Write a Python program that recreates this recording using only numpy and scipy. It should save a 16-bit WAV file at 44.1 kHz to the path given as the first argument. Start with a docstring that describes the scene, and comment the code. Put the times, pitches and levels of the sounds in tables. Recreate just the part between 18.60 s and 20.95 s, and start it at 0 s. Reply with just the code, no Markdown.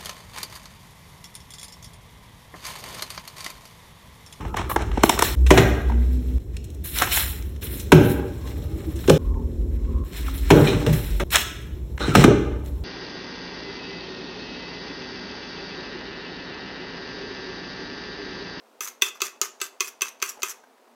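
"""Over a quiet kitchen background, a steel fork beats eggs in a glass bowl, five strokes a second.
The tines scrape over the glass and clink on it: glass and steel ring, and the bowl thumps the counter.
The tines chatter as they stick and slip, and touch the glass lightly around the strikes.
The egg sloshes back after each clink, a few bubbles plop, and once it gives a soft wet tick.
The small room adds a short tail."""
import sys
import numpy as np
from scipy import signal
from scipy.fft import rfft, irfft
from scipy.io import wavfile
from scipy.ndimage import map_coordinates

SR = 44100
rng = np.random.default_rng(int(sys.argv[2]) if len(sys.argv) > 2 else 0)


def unload_wav(signal):
    """Save mono or channel-first audio to the path in sys.argv[1] as 16-bit WAV at rate SR, clipped to [-1, 1]."""
    wavfile.write(
        sys.argv[1],
        SR,
        np.round(np.clip(np.atleast_2d(signal).T, -1, 1) * 32767).astype(np.int16),
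    )


N = 103635

# Room background spectrum. Each row: frequency in Hz, level in dB.
BACKGROUND_SPECTRUM = [(100, -43.5), (190, -23.5), (236, -2.5), (335, -11), (416, -3), (734, -6),
                       (1790, -19.5), (5880, -26), (16000, -32)]
# Tine drags, and one soft wet tick of the egg at 1.796 s.
# Each row: start in seconds, length in seconds, level in dB, tilt in dB per octave.
SCRAPES = [(0.206, 0.085, -39, -1), (0.426, 0.061, -33.5, -1.5), (0.545, 0.022, -47.5, -5.5),
           (0.633, 0.041, -33, -2), (0.821, 0.045, -35, -2), (1.023, 0.039, -38, 0),
           (1.207, 0.082, -37.5, 0.5), (1.42, 0.05, -37, -2.5), (1.63, 0.085, -38.5, 0),
           (1.796, 0.0026, -47, -3), (1.827, 0.091, -36.5, -1.5)]
# Spectrum of steel rubbing glass. Each row: frequency in Hz, level in dB.
RASP_SPECTRUM = [(200, -41.5), (750, -12), (1150, 2.5), (2600, -4), (3900, -8.5), (6200, 1), (7400, 1.5),
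                 (8800, -8), (10100, -4), (10800, -10), (11700, -2), (12800, -9.5), (16000, -12)]
# Fork strikes. Each row: start in seconds, ring level in dB, place (0 bottom, 1 slope, 2 low wall,
# 3 high wall), crack level in dB, crack tilt in dB per octave, thump level in dB.
CLINKS = [(0.2068, -25, 1.36, -25, 5.5, -35), (0.4205, -13, 0, -11.5, 0.5, -23.5),
          (.618, -17, 1.5, -16, 1, -24.5), (0.8149, -19, 3, -13, -2, -24.5), (1.015, -23.5, 2, -19, 1, -28),
          (1.206, -19, 0.72, -12.5, -1, -26.5), (1.4188, -20, 0.5, -14, 0, -28),
          (1.625, -16.5, 1.18, -15.5, 0.5, -27), (1.8312, -19, 1, -16, 4.5, -27.5)]
# Ringing modes of bowl and fork: glass below 5 kHz, steel tines above.
# Each row: frequency in Hz, T60 in seconds, level in dB at places 0 to 3.
CLINK_MODES = [(1000, 0.086, -15, -16.5, -26, -30.5), (1136, 0.065, -11, -8.5, -15.5, -21),
               (1238.3, .08, -20.5, -10.5, -3, -5.5), (1330.5, 0.041, -24.5, -5.5, -9, -7),
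               (1567, 0.1, -13.5, -18.5, -7, -22.5), (2023, 0.073, -9.5, -16, -14, -37),
               (2132, 0.1, -19.5, -9, -23.5, -18), (2320, 0.037, -10, -13, -9, -31.5),
               (2507, 0.06, -3.5, -3.5, -15.5, -13.5), (2636, 0.044, 3, -5.5, -1, -16),
               (2862, 0.041, -8.5, -22, -8, -7.5), (3236, 0.06, -9.5, -11, -18.5, -16),
               (3470, 0.034, 2.5, -13, -1, -17), (3620, 0.052, -3, -34.5, -16.5, -31.5),
               (4614, .03, -21.5, -10, -2.5, -32), (5933, 0.0076, 8, 8, -10.5, 7.5),
               (6180, 0.018, -3.5, 2.5, 5.5, 3.5), (6730, 0.038, -17, -14, -11.5, -6.5),
               (7165, 0.045, -11.5, -2.5, -15, 6), (7810, 0.094, -12, -32, 1, -21)]
# Tine crack. Each row: frequency in Hz, level in dB on bottom and slope, level in dB on the high wall.
CRACK_SPECTRA = [(178.6, -44, -34), (800, -21, -19), (1180, -13, -14), (2670, -3.5, -12.5),
                 (3900, -5, -2.5), (4510, -2.5, -0.5), (5400, -6.5, -2), (6030, 8.5, -4.5), (6590, -1.5, 6),
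                 (6850, -12, 1), (8600, -8.5, -11), (10600, -13, -12.5), (11100, -18.5, -17),
                 (12160, -3, -4), (12440, -16, -11.5), (16000, -10.5, -24.5)]
# Bowl on the counter. Each row: frequency in Hz, T60 in seconds, level in dB.
THUMP_MODES = [(386.7, 0.054, 0), (419.3, 0.038, -8)]
# Stick-slip bursts. Each row: start in seconds, length in seconds, pitch in Hz, level in dB.
CHATTERS = [(0.213, 0.045, 6090, -35.5), (0.2735, 0.0043, 6570, -29), (0.283, 0.0028, 6500, -33),
            (1.279, 0.0058, 5870, -34), (1.479, 0.012, 6300, -40.5), (1.686, 0.015, 5684, -33),
            (1.893, 0.0092, 6390, -33), (1.905, 0.0078, 5830, -33)]
# Light tine contacts. Each row: start in seconds, level in dB.
TOUCHES = [(0.2754, -32.5), (.415, -34), (.604, -35), (0.606, -28.5), (1.002, -37.5), (1.007, -38),
           (1.2, -34), (1.2773, -37.5), (1.4096, -27.5), (1.4833, -33.5), (1.601, -45), (1.6173, -36),
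           (1.6185, -30.5), (1.6832, -36), (1.8208, -27.5)]
# Spectrum of moving egg. Each row: frequency in Hz, level in dB.
EGG_SPECTRUM = [(30, -47), (500, -1.5), (1000, 0), (2000, -11.5), (15000, -31)]
# Egg bubbles. Each row: start in seconds, level in dB, starting pitch in Hz.
PLOPS = [(0.554, -42.5, 1160), (.729, -47, 1110), (1.772, -41, 820), (1.79, -43.5, 610), (2.036, -45, 1557)]
# Room tail decay. Each row: frequency in Hz, T60 in seconds.
ROOM_DECAY = [(100, 0.24), (400, 0.44), (1200, 0.26), (7000, 0.29), (15000, 0.14)]
# Room tail spectrum. Each row: frequency in Hz, level in dB.
ROOM_SPECTRUM = [(100, -6), (400, -1), (3000, 0), (7000, -6), (15000, 1.5)]

BACKGROUND_DB = -59.5
SCRAPE_FADE_DB_PER_S, SNAGS_PER_S, SNAG_DB = 58, 150, 19.5
PATCH_DB, PATCH_HZ, PATCH_S = 6, 352.8, 0.02  # depth, width and life of the rasp's resonances
SQUEAK_HZ, SQUEAK_DB, SQUEAK_WANDER_FRACTION = 6130, -11, 0.054
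DETUNE_FRACTIONS = (0.003, 0.008)  # glass, steel
CRACK_T60_S, BUZZ_T60_S, BUZZ_DB = 0.0062, 0.061, -8.5
SLOSH_DB, SLOSH_LAG_S, SLOSH_WIDTH_S = -64.5, 0.13, 0.023
PLOP_T60_S, PLOP_RISE_PER_S = 0.057, 1.2
WET_DB, WALL_DELAY_S = -10, 0.005
LOWPASS_HZ = 15880
T = np.arange(SR // 4) / SR  # seconds within one event


def amp(db):
    """Decibels to gain."""
    return 10 ** (np.asarray(db) / 20)


def unit(x):
    """Scale to rms 1."""
    return x / np.sqrt(np.mean(x ** 2) + 1e-20)


def along(points, hz):
    """Interpolate (Hz, value) points on a log axis."""
    point_hz, values = np.transpose(points)
    return np.interp(np.log(hz + 1), np.log(point_hz + 1), values)


def rise(attack_s):
    """Exponential onset."""
    return 1 - np.exp(-T / attack_s)


def fade(t60_s):
    """Exponential decay."""
    return np.exp(-np.log(1000) * T / t60_s)


def gate(length_s, attack_s, release_s):
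    """Attack, hold and release."""
    return rise(attack_s) * np.exp(-np.maximum(T - length_s, 0) / release_s)


def wobble(knots_per_s, size=len(T)):
    """Smooth random curve."""
    return map_coordinates(rng.standard_normal(4096), [np.arange(size) * knots_per_s / SR], mode="wrap")


def bin_gains(size, spectrum, tilt_db_oct):
    """FFT gains of a spectrum, tilted above about 1 kHz."""
    hz = np.fft.rfftfreq(size, 1 / SR)
    return amp(along(spectrum, hz) + tilt_db_oct * np.log2(1 + hz / 1000))


def colour(x, spectrum, tilt_db_oct=0):
    """Zero-phase filter, output at rms 1."""
    return unit(irfft(rfft(x) * bin_gains(len(x), spectrum, tilt_db_oct), len(x)))


def causal_colour(x, spectrum, tilt_db_oct):
    """Minimum-phase filter, output at rms 1."""
    size = len(x)
    cepstrum = irfft(np.log(unit(bin_gains(size, spectrum, tilt_db_oct))), size)
    cepstrum[1:size // 2] *= 2
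    cepstrum[size // 2:] = 0
    return unit(irfft(rfft(x) * np.exp(rfft(cepstrum)), size))


def add(out, start_s, x):
    """Mix x into out."""
    i = max(round(start_s * SR), 0)
    out[i:i + len(x)] += x[:max(N - i, 0)]


def background():
    """Steady low room noise."""
    return amp(BACKGROUND_DB) * colour(rng.standard_normal(N), BACKGROUND_SPECTRUM)


def moving_contact(x):
    """Narrow treble resonances shift at random as the contact point moves."""
    hz, t, bins = signal.stft(x, SR, nperseg=256)
    grid = np.meshgrid(hz / PATCH_HZ, t / PATCH_S, indexing="ij")
    patches = np.tanh(map_coordinates(rng.standard_normal((256, 256)), grid, mode="wrap"))
    depth_db = PATCH_DB * np.minimum(hz / 5000, 1)[:, None]
    return unit(signal.istft(bins * amp(depth_db * patches), nperseg=256)[1][:len(x)])


def squeak():
    """A tine sings in brief, wandering bursts, with its octave."""
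    hz = SQUEAK_HZ * (1 + SQUEAK_WANDER_FRACTION * np.tanh(wobble(70)))
    phase = 2 * np.pi * np.cumsum(hz) / SR
    bursts = np.clip(wobble(160.7), 0, 1)
    return unit(bursts * (np.sin(phase) + np.sin(2 * phase) / 2))


def scrapes():
    """Tines drag over the glass in uneven slips and snags; the shortest burst is the egg's wet tick."""
    out = np.zeros(N)
    for start_s, length_s, db, tilt_db_oct in SCRAPES:
        snags = amp(SNAG_DB) * (rng.random(len(T)) < SNAGS_PER_S / SR)
        friction = moving_contact(rng.standard_normal(len(T)) + snags)
        slips = amp(5.5 * np.tanh(wobble(600)))
        rasp = colour(friction * slips, RASP_SPECTRUM, tilt_db_oct)
        pressure = amp(db - SCRAPE_FADE_DB_PER_S * T) * gate(length_s, attack_s=0.0019, release_s=0.013)
        add(out, start_s, kitchen(pressure * (rasp + amp(SQUEAK_DB) * squeak())))
    return out


def clink_ring(place, scatter_db=2.5):
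    """Glass and tine modes, weighted by strike place; moving egg and grip detune them on each blow."""
    out = np.zeros(len(T))
    for k, (hz, t60_s, *place_db) in enumerate(CLINK_MODES):
        db = np.interp(place, np.arange(len(place_db)), place_db) + scatter_db * rng.normal()
        detune = 1 + DETUNE_FRACTIONS[int(hz > 5000)] * rng.normal()
        out += (-1) ** k * amp(db) * fade(t60_s) * np.sin(2 * np.pi * hz * detune * T)
    return out


def crack(place, tilt_db_oct):
    """Bright snap of steel on glass, then a short tine buzz."""
    wall_share = np.clip((place - 1) / 2, 0, 1)
    spectrum = [(hz, db + wall_share * (wall_db - db)) for hz, db, wall_db in CRACK_SPECTRA]
    envelope = fade(CRACK_T60_S) + amp(BUZZ_DB) * fade(BUZZ_T60_S)
    snap = causal_colour(rng.standard_normal(len(T)) * envelope, spectrum, tilt_db_oct)
    return snap * np.sqrt(np.mean(envelope ** 2))


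def clinks():
    """Tines strike with a crack; bowl and fork ring, and the bowl thumps the counter."""
    out = np.zeros(N)
    thump = sum(amp(db) * fade(t60_s) * np.sin(2 * np.pi * hz * T) for hz, t60_s, db in THUMP_MODES)
    thump *= rise(0.0036)
    for start_s, ring_db, place, crack_db, tilt_db_oct, thump_db in CLINKS:
        ring = amp(ring_db - 1.5) * clink_ring(place) * rise(0.0005)
        snap = amp(crack_db) * crack(place, tilt_db_oct)
        add(out, start_s, kitchen(ring + snap + amp(thump_db) * thump))
    return out


def chatters():
    """A tine sticks and slips: a rough squeak with its octave."""
    out = np.zeros(N)
    for start_s, length_s, hz, db in CHATTERS:
        phase = 2 * np.pi * np.cumsum(hz * (1 + 0.026 * np.tanh(wobble(2000)))) / SR
        grit = colour(moving_contact(rng.standard_normal(len(T))), RASP_SPECTRUM, tilt_db_oct=2.5)
        tone = np.sin(phase) + amp(-6.5) * np.sin(2 * phase) + amp(-1) * grit
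        roughness = amp(6 * np.tanh(wobble(700)))
        envelope = amp(db) * gate(length_s, attack_s=0.00078, release_s=0.0039)
        add(out, start_s, kitchen(envelope * unit(tone * roughness)))
    return out


def touches():
    """Tines tap lightly: a duller crack and a faint ring."""
    out = np.zeros(N)
    for start_s, db in TOUCHES:
        tap = crack(place=1.6, tilt_db_oct=-6) + amp(-8) * clink_ring(place=1)
        add(out, start_s, kitchen(amp(db) * tap))
    return out


def slosh():
    """Wet crackle that swells as the egg falls back after each clink."""
    t = np.arange(N) / SR
    swells = sum(np.exp(-((t - clink_s - SLOSH_LAG_S) / SLOSH_WIDTH_S) ** 2) for clink_s, *_ in CLINKS)
    crackle = rng.standard_normal(N) * amp(2.43 * wobble(300, N))
    return amp(SLOSH_DB) * (amp(1.5) + swells) * colour(crackle, EGG_SPECTRUM)


def plops():
    """Bubbles in the egg ring with rising pitch and a small splash."""
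    out = np.zeros(N)
    for start_s, db, hz in PLOPS:
        bubble = np.sin(2 * np.pi * hz * (T + PLOP_RISE_PER_S * T ** 2 / 2))
        splash = amp(-4.5) * colour(rng.standard_normal(len(T)), EGG_SPECTRUM)
        add(out, start_s, amp(db) * (bubble + splash) * fade(PLOP_T60_S) * rise(0.00099))
    return out


def kitchen(x):
    """Direct sound plus a fresh diffuse tail from the walls."""
    hz, t, bins = signal.stft(rng.standard_normal(SR // 2), SR, nperseg=256)
    decay = np.exp(-np.log(1000) * t / along(ROOM_DECAY, hz)[:, None])
    tail = signal.istft(bins * decay * amp(along(ROOM_SPECTRUM, hz))[:, None], SR, nperseg=256)[1]
    response = np.pad(amp(WET_DB) * tail / np.linalg.norm(tail), (round(WALL_DELAY_S * SR), 0))
    response[0] = 1  # direct path
    return signal.fftconvolve(x, response)


def scene():
    """Background, fork and egg, in mono."""
    room_noise = background()
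    fork = clinks() + touches() + scrapes() + chatters()
    egg = kitchen(slosh() + plops())[:N]
    return (room_noise + fork + egg)[None]


def record(dry):
    """Linear-phase low-pass."""
    taps = signal.firwin(255, LOWPASS_HZ, fs=SR, window="blackman")
    return signal.fftconvolve(dry, taps[None], mode="same")


dry = scene()
out = record(dry)
unload_wav(out)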